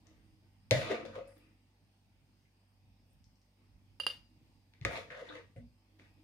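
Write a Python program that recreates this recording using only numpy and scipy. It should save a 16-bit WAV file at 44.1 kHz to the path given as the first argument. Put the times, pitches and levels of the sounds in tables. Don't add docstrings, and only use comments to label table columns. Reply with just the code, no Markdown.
import sys
import numpy as np
from scipy import signal
from scipy.fft import rfft, irfft, next_fast_len
from scipy.io import wavfile
from scipy.ndimage import uniform_filter1d

SR = 44100
rng = np.random.default_rng(int(sys.argv[2]) if len(sys.argv) > 2 else 0)


def pcm_store(signal):
    levels = np.round(np.clip(np.atleast_2d(signal), -1, 1) * 32767)
    wavfile.write(sys.argv[1], SR, levels.astype(np.int16).T)


def to_linear_factor(level_db):
    exponent = np.asarray(level_db, float) / 20
    return 10 ** exponent


N = 274743


def evened(x):
    return x / np.sqrt(np.mean(x ** 2) + 1e-20)


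def steady(x):
    return x / np.sqrt(uniform_filter1d((x ** 2).mean(0), 6000) + 1e-20)


def read(points, hz):
    f, value = np.transpose(points)
    return np.interp(np.log(hz + 1), np.log(f + 1), value)


def add(mix, s, sound):
    part = mix[round(s * SR):][:len(sound)]
    part += sound[:len(part)]


def slow(hz, size=16):
    coarse = signal.lfilter(*signal.butter(2, hz, fs=SR / size), rng.standard_normal(N // size + 2))
    return np.repeat(evened(coarse), size)[:N]


def body(x, modes, focus_hz=None, octaves=1., patchy_db=0.):
    out = np.zeros(x.shape)
    focus = None if focus_hz is None else np.log2(focus_hz)
    for k, (hz, width_hz, db) in enumerate(modes):
        near = 1
        if focus is not None:
            near = to_linear_factor(patchy_db * slow(8.4)) / (1 + ((focus - np.log2(hz)) / octaves) ** 2)
        r = np.exp(-np.pi * width_hz / SR)
        top = (-1) ** k * to_linear_factor(db) * np.sqrt(1 - r) * np.array([1, 0, -1])
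        bottom = [1, -2 * r * np.cos(2 * np.pi * hz / SR), r * r]
        out += signal.lfilter(top, bottom, x * near)
    return out


def causal(colour, size=2048):
    hz = abs(np.fft.fftfreq(size, 1 / SR))
    log_gain = np.log(to_linear_factor(np.maximum(read(colour, hz), -70)))
    return np.fft.ifft(np.exp(np.conj(signal.hilbert(log_gain)))).real[:size // 2]


def click(colour):
    pulse = causal(colour)
    return pulse / abs(pulse).max()


# pitch_hz, likeness (-1 to 1)
LIKENESS = [(100, 0.5), (300, 1), (600, 0.3), (1100, 0.2), (3000, -0.13), (12000, 0.3)]


def liken(pair):
    size = next_fast_len(pair.shape[1], True)
    a, b = rfft(pair, size)
    same = np.clip(read(LIKENESS, np.fft.rfftfreq(size, 1 / SR)), -1, 1)
    return irfft(np.array([a, same * a + np.sqrt(1 - same ** 2) * b]), size)[:, :pair.shape[1]]


# multiple, level_db (rms)
HUM_ORDERS = [(1, -76), (2, -72), (3, -88.5), (4, -84), (5, -84.5), (6, -91), (10, -100.5), (12, -99),
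              (15, -104.5), (16, -95), (18, -95.5)]
# start_s, second_order_db (rms)
LABOUR = [(0.0, -71.5), (0.71, -71), (0.85, -63), (1.3, -65.5), (1.44, -70.5), (1.79, -74), (1.91, -73.5),
          (2.6, -75), (2.88, -71), (3.19, -71.5), (3.38, -73), (4.34, -70), (4.63, -72), (5.0, -67.5),
          (5.73, -73), (6.23, -70)]


def fridge():
    turn_hz, waver_db = 48.9, 1.5
    t = np.arange(N) / SR
    load_db = np.interp(t, *np.transpose(LABOUR)) - HUM_ORDERS[1][1]
    hum = np.zeros(N)
    for k, db in HUM_ORDERS:
        gain = to_linear_factor(db + 3.5 + load_db + waver_db * slow(4.5))
        hum += gain * np.sin(2 * np.pi * (k * turn_hz * t + rng.random()))
    return hum * to_linear_factor(np.array([[-.5], [.5]]))


# middle_s, half_length_s, level_db
GRIPS = [(0.043, 0.34, -71.5), (1.467, 0.17, -80.5), (2.302, 0.15, -88.5), (4.099, 0.3, -78.5),
         (4.441, 0.1378, -72.5), (6.048, 0.17, -70.5)]


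def grip(t):
    return sum(to_linear_factor(db) * np.exp(-((t - s) / half_s) ** 2) for s, half_s, db in GRIPS)


# pitch_hz, level_db (per Hz)
AIR = [(18, -40.5), (30, -11), (103, -8.5), (144, -12), (250, -13), (412, -21.5), (880, -22), (1370, -30),
       (2510, -25), (4020, -31), (4830, -29), (7540, -40.5), (8600, -37.5), (9800, -42), (15700, -43.5)]
# pitch_hz, width_hz, level_db
HISS_LIFTS = [(2468, 550, 0), (5010, 390, 6), (8570, 600, 5.5), (12820, 1700, 4.5)]
# start_s, rumble_db
LOAD = [(0, 2.5), (.45, 0.5), (.8, 7), (1.5, 3), (1.9, -2.5), (2.3, 3.5), (2.55, -5.5), (2.9, 4), (3.6, -2),
        (4.2, 6), (5.8, 0), (6.23, 1.5)]
# pitch_hz, width_hz, level_db
HAND = [(320, 6.7, -6), (244, 27, -6)]


def air():
    air_db, rustle_db, still_hiss_db = -75.5, -75, -2.5
    frames, hz = N // 256 + 5, np.fft.rfftfreq(1024, 1 / SR)[:, None]
    a, b, c, d, patches = rng.standard_normal((frames, 513, 5)).T
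    patches = evened(uniform_filter1d(uniform_filter1d(patches, 8, 0), 20, 1))
    t = np.arange(frames) * 256 / SR
    bass = 1 / (1 + (hz / 250) ** 4)
    rumble_db = np.interp(t, *np.transpose(LOAD))
    hiss_db = still_hiss_db + 2.0 * np.tanh(grip(t) / to_linear_factor(rustle_db))
    drift_db = bass * rumble_db + (1 - bass) * hiss_db
    lift_db = sum(db / (1 + (2 * (hz - f) / w) ** 2) for f, w, db in HISS_LIFTS)
    gain = to_linear_factor(read(AIR, hz) + lift_db + (1.73 + 1.8 * bass) * patches + drift_db)
    z = np.array([a + 1j * b, c + 1j * d]) * gain
    hiss = to_linear_factor(air_db + 5.5) * evened(signal.istft(z, nperseg=1024, noverlap=768)[1][:, :N])
    hand = grip(np.arange(N) / SR) * evened(body(rng.standard_normal((2, N)), HAND))
    return liken(hiss + hand)


# start_s, pressure_db, speed_db (rasp rel), wall_hz (contact height as favoured mode)
STROKES = [
    [(0.71, -28.5, -0.5, 537), (0.74, -39, -4.5, 610), (0.832, -45, 1.5, 560), (0.894, -41.5, -4, 422),
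     (0.912, -33.5, -5, 410), (0.964, -48.5, 2, 512), (1.045, -52, -10.5, 535)],
    [(1.05, -49.5, -3.5, 500), (1.098, -45, -16, 544), (1.128, -65, 1, 533), (1.155, -47, -3, 530),
     (1.187, -42.5, -12.5, 503), (1.249, -65, -13, 500), (1.281, -61, -6, 545), (1.335, -78, 6, 570)],
    [(4.849, -29, -2, 497), (4.867, -47, 1.5, 510), (4.927, -47, 1, 630), (4.981, -46.5, 4.5, 483),
     (5.059, -65, -11, 525), (5.095, -57, 1, 464)],
    [(5.102, -55, -3.5, 530), (5.184, -51, -5, 547), (5.214, -53.5, 1, 497), (5.232, -43.5, -16, 456),
     (5.27, -66, 8.5, 510), (5.33, -53, 0, 494), (5.4, -56.5, 0.5, 455), (5.49, -97, -11, 416)],
]
# rim_start_hz, rim_end_hz, sauce_start_db, sauce_end_db, wall_spread_octaves
TRAVEL = [(2200, 1900, -2, -19, 1), (1300, 1850, -7, -23, 0.29), (1880, 1320, -11.5, -8.5, 0.66),
          (1530, 1900, -9.5, -14, 0.22)]
# start_s, length_s, pressure_db, speed_db, wall_hz
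TOUCHES = [(0.048, 0.22, -69.5, -4, 400), (0.422, 0.079, -70.5, -5, 325), (1.357, 0.18, -64, -8, 320),
           (3.582, 0.097, -70.5, -18, 313.4), (4.734, 0.11, -76, 4, 321), (4.818, 0.029, -59, 0.5, 329),
           (5.556, 0.076, -59, -11, 474), (5.985, .12, -68, 2.5, 349), (6.164, 0.25, -69.5, -12, 330)]
# start_s, level_db, t60_s
ROCKS = [(0.44, -62.5, 0.15), (0.71, -30, 0.2), (1.05, -58, 0.55), (4.811, -36, 0.11), (4.847, -42, 0.23),
         (5.561, -46, 0.11), (5.614, -52, 0.13), (5.999, -67, 0.32)]


def contact():
    attack_s, release_s = 0.0041, .0049
    weight_db = -19
    touch_rise_s, touch_start_db, touch_fall_db = .012, -10, -13.5
    touch_rim_hz, touch_wet_db, touch_octaves = 2030, -9, 0.43
    t = np.arange(N) / SR
    gains, places = np.zeros((4, N)), []
    touches = [[(s, db + touch_start_db, speed_db, hz),
                (s + touch_rise_s, db, speed_db, hz),
                (s + length, db + touch_fall_db, speed_db, hz)] for s, length, db, speed_db, hz in TOUCHES]
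    still = (touch_rim_hz, touch_rim_hz, touch_wet_db, touch_wet_db, touch_octaves)
    travel = TRAVEL + [still] * len(touches)
    for rows, (rim0_hz, rim1_hz, wet0_db, wet1_db, octaves) in zip(STROKES + touches, travel):
        s, press_db, speed_db, wall_hz = np.transpose(rows)
        way = (s - s[0]) / (s[-1] - s[0])
        rim_hz = rim0_hz + (rim1_hz - rim0_hz) * way
        wet_db = wet0_db + (wet1_db - wet0_db) * way
        places += list(zip(s, wall_hz, rim_hz, octaves + 0 * s))
        fade = np.clip(np.minimum((t - s[0]) / attack_s, (s[-1] - t) / release_s), 0, 1)
        rel_db = [weight_db + 0 * s, 0 * s, speed_db, speed_db + wet_db]
        gains += np.array([to_linear_factor(np.interp(t, s, press_db + db)) * fade for db in rel_db])
    for s, db, t60 in ROCKS:
        gains[0] += np.clip((t - s) / attack_s, 0, 1) * to_linear_factor(db - 60 * abs(t - s) / t60)
    s, *place = np.transpose(sorted(places))
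    return gains, *(np.interp(t, s, p) for p in place)


# pitch_hz, width_hz, level_db
THUMP = [(101, 34, 1.5), (126, 20, 2.5), (174, 20, -11)]
# pitch_hz, width_hz, level_db
WALL = [(222.7, 2.5, -4), (276.6, 23, -1.5), (321, 21, -0.5), (437, 24, -3), (495.2, 45, 0),
        (556.3, 34, -1), (626.6, 13, -1.5), (692, 57, 2.5)]
# pitch_hz, width_hz, level_db
RIM = [(898, 120, 1), (1182, 150, 2.5), (1555, 230, -1), (1950, 200, 0), (2265, 160, 0), (2632, 350, 0),
       (3100, 98, -10.5)]
# pitch_hz, level_db (per Hz)
FIZZ = [(1940, -33.5), (3300, -1.5), (3480, 0), (4040, -5), (4720, -9), (6850, -13.5), (7860, -22),
        (9940, -20.5), (12600, -31.5), (15700, -40)]


def scrape(slip_db=1.6, grit_db=3.0):
    def band(low_hz, high_hz, x):
        return signal.lfilter(*signal.butter(2, [low_hz, high_hz], "band", fs=SR), x)

    drive = liken(rng.standard_normal((2, N))) * to_linear_factor(slip_db * slow(110) + grit_db * slow(600))
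    gains, wall_hz, rim_hz, octaves = contact()
    rocking = drive[0] + .35 * (drive - drive[0])
    thump = band(85, 260, body(rocking, THUMP))
    wall = band(200, 900, body(drive, WALL, wall_hz, octaves, patchy_db=2.0))
    rim = band(700, 4000, body(drive, RIM, rim_hz, 0.76, patchy_db=3.5))
    fizz = signal.oaconvolve(drive, click(FIZZ)[None])[:, :N]
    return sum(g * steady(x) for g, x in zip(gains, [thump, wall, rim, fizz]))


# start_s, level_db (peak), pitch_hz, left_right_db
TICKS = [(0.0698, -52, 5840, 16), (0.3344, -91, 5130, 0), (1.0614, -42, 4830, 3), (1.2765, -51, 9100, 10),
         (1.345, -62, 14480, 0), (1.282, -51, 10200, 0), (1.38, -52, 13600, 5), (2.439, -80.5, 4690, -1.5),
         (3.2425, -50, 5360, 3.5), (3.3217, -75.5, 4000, -3), (3.3568, -57.5, 5250, 1.5),
         (3.4166, -56.5, 5480, -3), (2.0612, -76.5, 15560, 4.5), (3.0669, -63.5, 13750, 0),
         (3.1338, -58, 12560, 1.5)]


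def ticks():
    out, t = np.zeros((2, N)), np.arange(300) / SR
    for s, db, hz, pan_db in TICKS:
        rise = 1 - np.exp(-(t * hz / 0.7) ** 2)
        tick = np.sin(2 * np.pi * hz * t) * np.exp(-t * hz / 1.93) * rise
        for c, sign in enumerate((.5, -.5)):
            add(out[c], s, to_linear_factor(db + sign * pan_db) * tick)
    return out


# start_s, ring_db (peak), wall_db (rel), thump_db (rel), crack_db (rel)
KNOCKS = [(0.709, -16.5, -10.5, -20.5, 5.5), (1.051, -44, 5, -19, -9), (1.1557, -45, 1, -20, -9),
          (4.736, -60.5, -24.5, -33, 14), (4.812, -46, -31, -6.5, 5), (4.8491, -16, -17, -29.5, -7),
          (5.1032, -38.5, -17, -26, -11), (5.5615, -53.5, -1, -1.5, -16.5),
          (5.9956, -48.5, -20.5, -31, -14.5)]
# pitch_hz, level_db (per Hz)
CRACK = [(470, -39), (800, -8.5), (1220, -12.5), (2280, -4), (3480, -4), (5050, -3), (5800, -9), (6730, -7),
         (8320, -22), (9780, -21.5), (11600, -35), (13200, -23), (15700, -35.5)]


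def knocks():
    ring_hz, hard_hz, dull_db_per_octave = 2080, 15800, 14.5
    out, t = np.zeros(N), np.arange(6000) / SR
    blow = signal.unit_impulse(len(t))
    wall = signal.lfilter(*signal.butter(2, 446, "high", fs=SR), body(blow, WALL))
    thump = body(blow, THUMP)
    wall, thump = wall / abs(wall).max(), thump / abs(thump).max()
    ring = np.sin(2 * np.pi * ring_hz * t) * to_linear_factor(-60 * t / .005) * np.minimum(t / .0003, 1)
    for s, db, wall_db, thump_db, crack_db in KNOCKS:
        add(out, s + .0011, -to_linear_factor(db) * (ring + to_linear_factor(wall_db) * wall + to_linear_factor(thump_db) * thump))
        edge_hz = np.clip(hard_hz * 2 ** ((db + 17.0) / dull_db_per_octave), 3000, 20000)
        crack = signal.lfilter(*signal.butter(2, edge_hz, fs=SR), click(CRACK))
        add(out, s + 0.0009, -to_linear_factor(db + crack_db) * crack)
    return out


# start_s, length_s, level_db, pitch_hz, width_hz
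SLICKS = [(0.71, 0.2, -58, 8500, 9000), (1.02, 0.08, -49.5, 330, 110), (1.276, 0.26, -78, 9100, 2500),
          (4.852, 0.057, -45.5, 1920, 600), (5.56, .08, -82, 8400, 6000), (3.1, .08, -83, 8700, 1500),
          (1.344, 0.11, -85.5, 13400, 3300), (1.396, 0.22, -74.5, 2530, 510),
          (2.45, 0.084, -79.5, 2130, 570), (4.905, 0.19, -68.5, 9500, 6800), (5.272, 0.21, -56.5, 309, 61),
          (5.285, 0.078, -55, 3640, 590), (5.37, .04, -63, 2060, 990), (5.562, 0.035, -73.5, 2900, 180),
          (.87, 0.13, -53, 3730, 1100), (5.305, 0.032, -54.5, 1230, 360), (4.95, 0.091, -55, 3900, 710),
          (6.0, 0.27, -77, 2530, 300), (1.2, 0.16, -71.5, 2550, 230), (1.25, 0.3, -80, 4980, 730),
          (5.101, 0.14, -50.5, 1670, 830), (.713, 0.11, -39.5, 2000, 498), (5.562, 0.079, -71, 2020, 250)]


def smears():
    out = np.zeros((2, N))
    for s, length, db, hz, width_hz in SLICKS:
        way = np.arange(0, min(length, 1 / 3), 1 / SR)[:SR // 3] / length
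        mode = [(hz, width_hz, 0)]
        hiss = evened(body(body(rng.standard_normal((2, SR // 3)), mode), mode))[:, :len(way)]
        for c in range(2):
            add(out[c], s, to_linear_factor(db - 2.3 * way) * np.sin(np.pi * way ** 0.33) * hiss[c])
    return out


# pitch_hz, level_db, t60_s
BOWL = [(121, -1, .09), (152, -9, 0.13), (304, -5, 0.13), (427, -4.5, 0.11), (503, 1.5, 0.18), (560, 0, .2),
        (633, -2.5, 0.22)]
# start_s, level_db (peak), favoured_hz, t60_share
CATCHES = [(0.7105, -22, 560, 0.47), (0.787, -34, 560, 0.33), (0.809, -33, 560, 0.42),
           (0.837, -39.5, 560, .5), (0.906, -30.5, 400, 1.25), (1.05, -48, 640, .5),
           (1.157, -42, 516, 0.32), (1.177, -34.5, 520, 0.47), (4.85, -33.5, 560, 0.31),
           (4.984, -40.5, 500, 0.26), (5.217, -45.5, 520, 0.96), (5.289, -53, 505, 0.65),
           (5.382, -54, 486, 0.6), (5.561, -50.5, 498, 0.44), (5.562, -51.5, 152, 1.3)]


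def catches():
    spread_octaves, rise_s = .35, 0.0026
    out, t = np.zeros(N), np.arange(SR // 3) / SR
    for s, db, near_hz, damp in CATCHES:
        ring = np.zeros(len(t))
        for k, (hz, mode_db, t60) in enumerate(BOWL):
            decay = to_linear_factor(mode_db - 60 * t / (np.clip(t60, .04, .4) * damp))
            near = 1 / (1 + (np.log2(hz / near_hz) / spread_octaves) ** 2)
            ring += (-1) ** k * decay * np.sin(2 * np.pi * hz * t) * near
        add(out, s, to_linear_factor(db) * ring / abs(ring).max() * np.minimum(t / rise_s, 1))
    return out


# start_s, length_s, level_db (peak), pitch_hz
SINGS = [(1.235, 0.087, -55, 555), (1.207, .02, -42, 545), (5.165, 0.028, -49.5, 530),
         (.723, .02, -26, 600), (.742, .025, -29.5, 610), (.715, .09, -37.5, 126), (.9, 0.034, -36.5, 400),
         (.935, .025, -40, 480), (1.09, 0.02, -47.5, 565), (5.11, .05, -53, 500), (5.29, 0.046, -53.5, 500),
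         (5.37, 0.047, -56, 480), (4.815, .12, -56, 55.4), (5.57, .12, -63, 59), (5.56, .12, -60, 240)]


def sings():
    out = np.zeros(N)
    for s, length, db, hz in SINGS:
        t = np.arange(0, length, 1 / SR)
        add(out, s, to_linear_factor(db) * np.sin(np.pi * t / length) * np.sin(2 * np.pi * hz * t))
    return out


# start_s, level_db (peak), pitch_hz
SLIPS = [(0.7343, -30.5, 1810), (0.7514, -28, 1920), (0.7644, -35, 1920), (0.7894, -36, 2270),
         (0.818, -29, 2460), (0.8616, -38, 2580), (0.896, -37, 2660), (0.9273, -33, 2170),
         (0.9464, -29, 2250), (0.9744, -37, 2160), (1.0295, -41, 1180), (1.0541, -45, 1150),
         (1.0782, -43, 1000), (1.1552, -41, 1080), (1.1794, -45, 1110), (1.2094, -50, 2160),
         (4.9191, -36, 2120), (4.958, -35, 1170), (4.9751, -36, 1150), (5.1037, -44, 2140),
         (5.128, -40, 1215), (5.1494, -42, 2070), (5.1714, -47, 1700), (5.2039, -47, 1210),
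         (5.216, -40, 1230), (5.2743, -50, 1940), (5.2887, -47, 1950), (5.2987, -43, 2020),
         (5.3126, -40, 1210), (5.3232, -39, 1580), (5.3599, -48, 1170), (5.3754, -45, 3400),
         (5.3835, -42, 1950)]


def slips():
    out, t = np.zeros(N), np.arange(4000) / SR
    for s, db, hz in SLIPS:
        decay = to_linear_factor(db - 7 - 60 * t * hz / 26)
        add(out, s, decay * np.sin(2 * np.pi * hz * t) * np.minimum(t / .0006, 1))
    return out


# start_s, level_db (peak), crack_db (rel), facing (jar towards one port, 0-1), contact_s
CLINKS = [
    (3.9999, -28.5, -0.5, 0.98, 0.0032),
    (4.0663, -23, 3, 0.63, 0.00061),
]
# pitch_hz, level_db, t60_s, left_right_db
JAR_MODES = [(2831, 4.5, .062, -20), (2866, -14, .07, -10), (2920, -16, .05, 6), (4630, -13, .07, 6),
             (4720, -10, .05, 7), (4805, -6, .14, 2), (4890, -18, .07, 0),
             (497, -24, 0.16, -16), (560, -16, 0.094, -10.5), (1265, -10.5, 0.03, 13.5),
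         (1620, -17.5, 0.081, 0.5), (3060, -9, 0.085, -13.5), (3170, -15.5, 0.11, -7),
         (3600, -19, 0.13, -7), (4060, -16, 0.052, 10.5), (4345, -22, 0.12, 4), (4553, -11.5, 0.091, -4),
         (10200, -12, 0.032, -16.5), (10350, -13.5, 0.031, -15), (10230, -25.5, 0.22, -5.5),
         (10420, -27, .15, 1)]
# pitch_hz, level_db (per Hz)
SPLASH = [(400, -8), (1000, -3), (2200, -1.5), (3300, -2), (4500, -4.5), (5300, -7), (7000, -16.5),
          (10000, -16), (15700, -22.5)]
# pitch_hz, level_db (per Hz)
CLINK_CRACK = [(100, -27), (300, -5.5), (1200, 2.5), (2000, 0.5), (3800, -24.5), (4700, 3), (5400, -26),
               (6800, -15), (8100, -24), (10300, -12), (12500, -30.5), (15700, -51)]
# delay_s, level_db
WALL_ECHOES = [(.0322, -11.5), (.065, -25), (.098, -34)]


def clinks():
    splash_db, splash_t60_s = -17, 0.27
    out, t = np.zeros((2, N)), np.arange(SR // 2) / SR
    for s, db, crack_db, facing, contact_s in CLINKS:
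        for c, sign in enumerate((.5, -.5)):
            ring = np.zeros(len(t))
            for hz, mode_db, t60, pan_db in JAR_MODES:
                ring += to_linear_factor(mode_db + sign * facing * pan_db - 60 * t / t60) * np.sin(2 * np.pi * hz * t)
            splash = signal.oaconvolve(rng.standard_normal(len(t)), causal(SPLASH))[:len(t)]
            ring += to_linear_factor(splash_db - 60 * t / splash_t60_s) * evened(splash)
            ring *= np.minimum(t / contact_s, 1)
            add(out[c], s, to_linear_factor(db - 6.5) * ring)
            add(out[c], s, to_linear_factor(db + crack_db) * click(CLINK_CRACK))
            spread = ring * np.minimum(t / .005, 1)
            for port in range(2):
                for late_s, echo_db in WALL_ECHOES:
                    add(out[port], s + late_s, to_linear_factor(db - 8.0 + echo_db) * spread)
    return out


# delay_s, level_db
ECHOES = [(.0005, 0.5), (.0012, -9.5), (.0022, -16), (.0065, -18.5)]


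def ports(x, lag_s):
    taps = np.zeros((2, 2048))
    taps[0, 0] = taps[1, round(lag_s * SR)] = 1
    for (s, db), skew in zip(ECHOES, rng.integers(0, 12, (len(ECHOES), 2))):
        taps[[0, 1], round(s * SR) + skew] += to_linear_factor(db)
    return signal.oaconvolve(x * np.ones((2, 1)), taps, axes=1)[:, :N]


# pitch_hz, t60_s
KITCHEN = [(100, 0.51), (500, 0.27), (2000, 0.31), (5000, 0.39), (12000, 0.21)]


def room(x):
    taps = np.zeros((2, SR // 2))
    at = np.arange(130, SR // 2 - 20, 20) + rng.integers(0, 20, (2, (SR // 2 - 131) // 20))
    np.put_along_axis(taps, at, rng.choice([-1., 1.], at.shape), 1)
    hz, t, z = signal.stft(liken(taps), SR, nperseg=256)
    t60 = np.maximum(read(KITCHEN, hz), .05)[:, None]
    tail = signal.istft(z * to_linear_factor(-60 * t / t60), SR, nperseg=256)[1]
    return signal.fftconvolve(x[None], tail / np.linalg.norm(tail[0]), axes=1)[:, :N]


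def scene():
    hum, hiss = fridge(), air() * to_linear_factor(np.array([[-1.2], [1.2]]))
    rub, drips = scrape(), ticks()
    hits = knocks() + catches() + sings() + slips()
    jar = clinks()
    near = to_linear_factor(-2.0) * rub + ports(hits, .0001) + jar + drips + smears()
    far = room(to_linear_factor(-6) * rub[0] + to_linear_factor(-6.0) * hits + to_linear_factor(-16) * jar.mean(0) + to_linear_factor(1.0) * drips.mean(0))
    return near + far + hum + hiss


def band_limit(x):
    return signal.sosfilt(signal.butter(12, 15740, fs=SR, output="sos"), x)


# pitch_hz, left_right_db
MIC_SIDE = [(200, 0), (700, 1), (2000, 1), (4500, 4), (5500, 2), (7000, 7), (8000, 2), (8800, -5),
            (11000, -1), (14000, 3)]


def record(dry):
    colour = np.array([causal([(hz, sign * db) for hz, db in MIC_SIDE]) for sign in (.5, -.5)])
    coloured = signal.oaconvolve(dry, colour, axes=1)[:, :N]
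    mix = signal.lfilter(*signal.butter(3, 40, "high", fs=SR), coloured)
    return band_limit(mix)


dry = scene()
out = record(dry)
pcm_store(out)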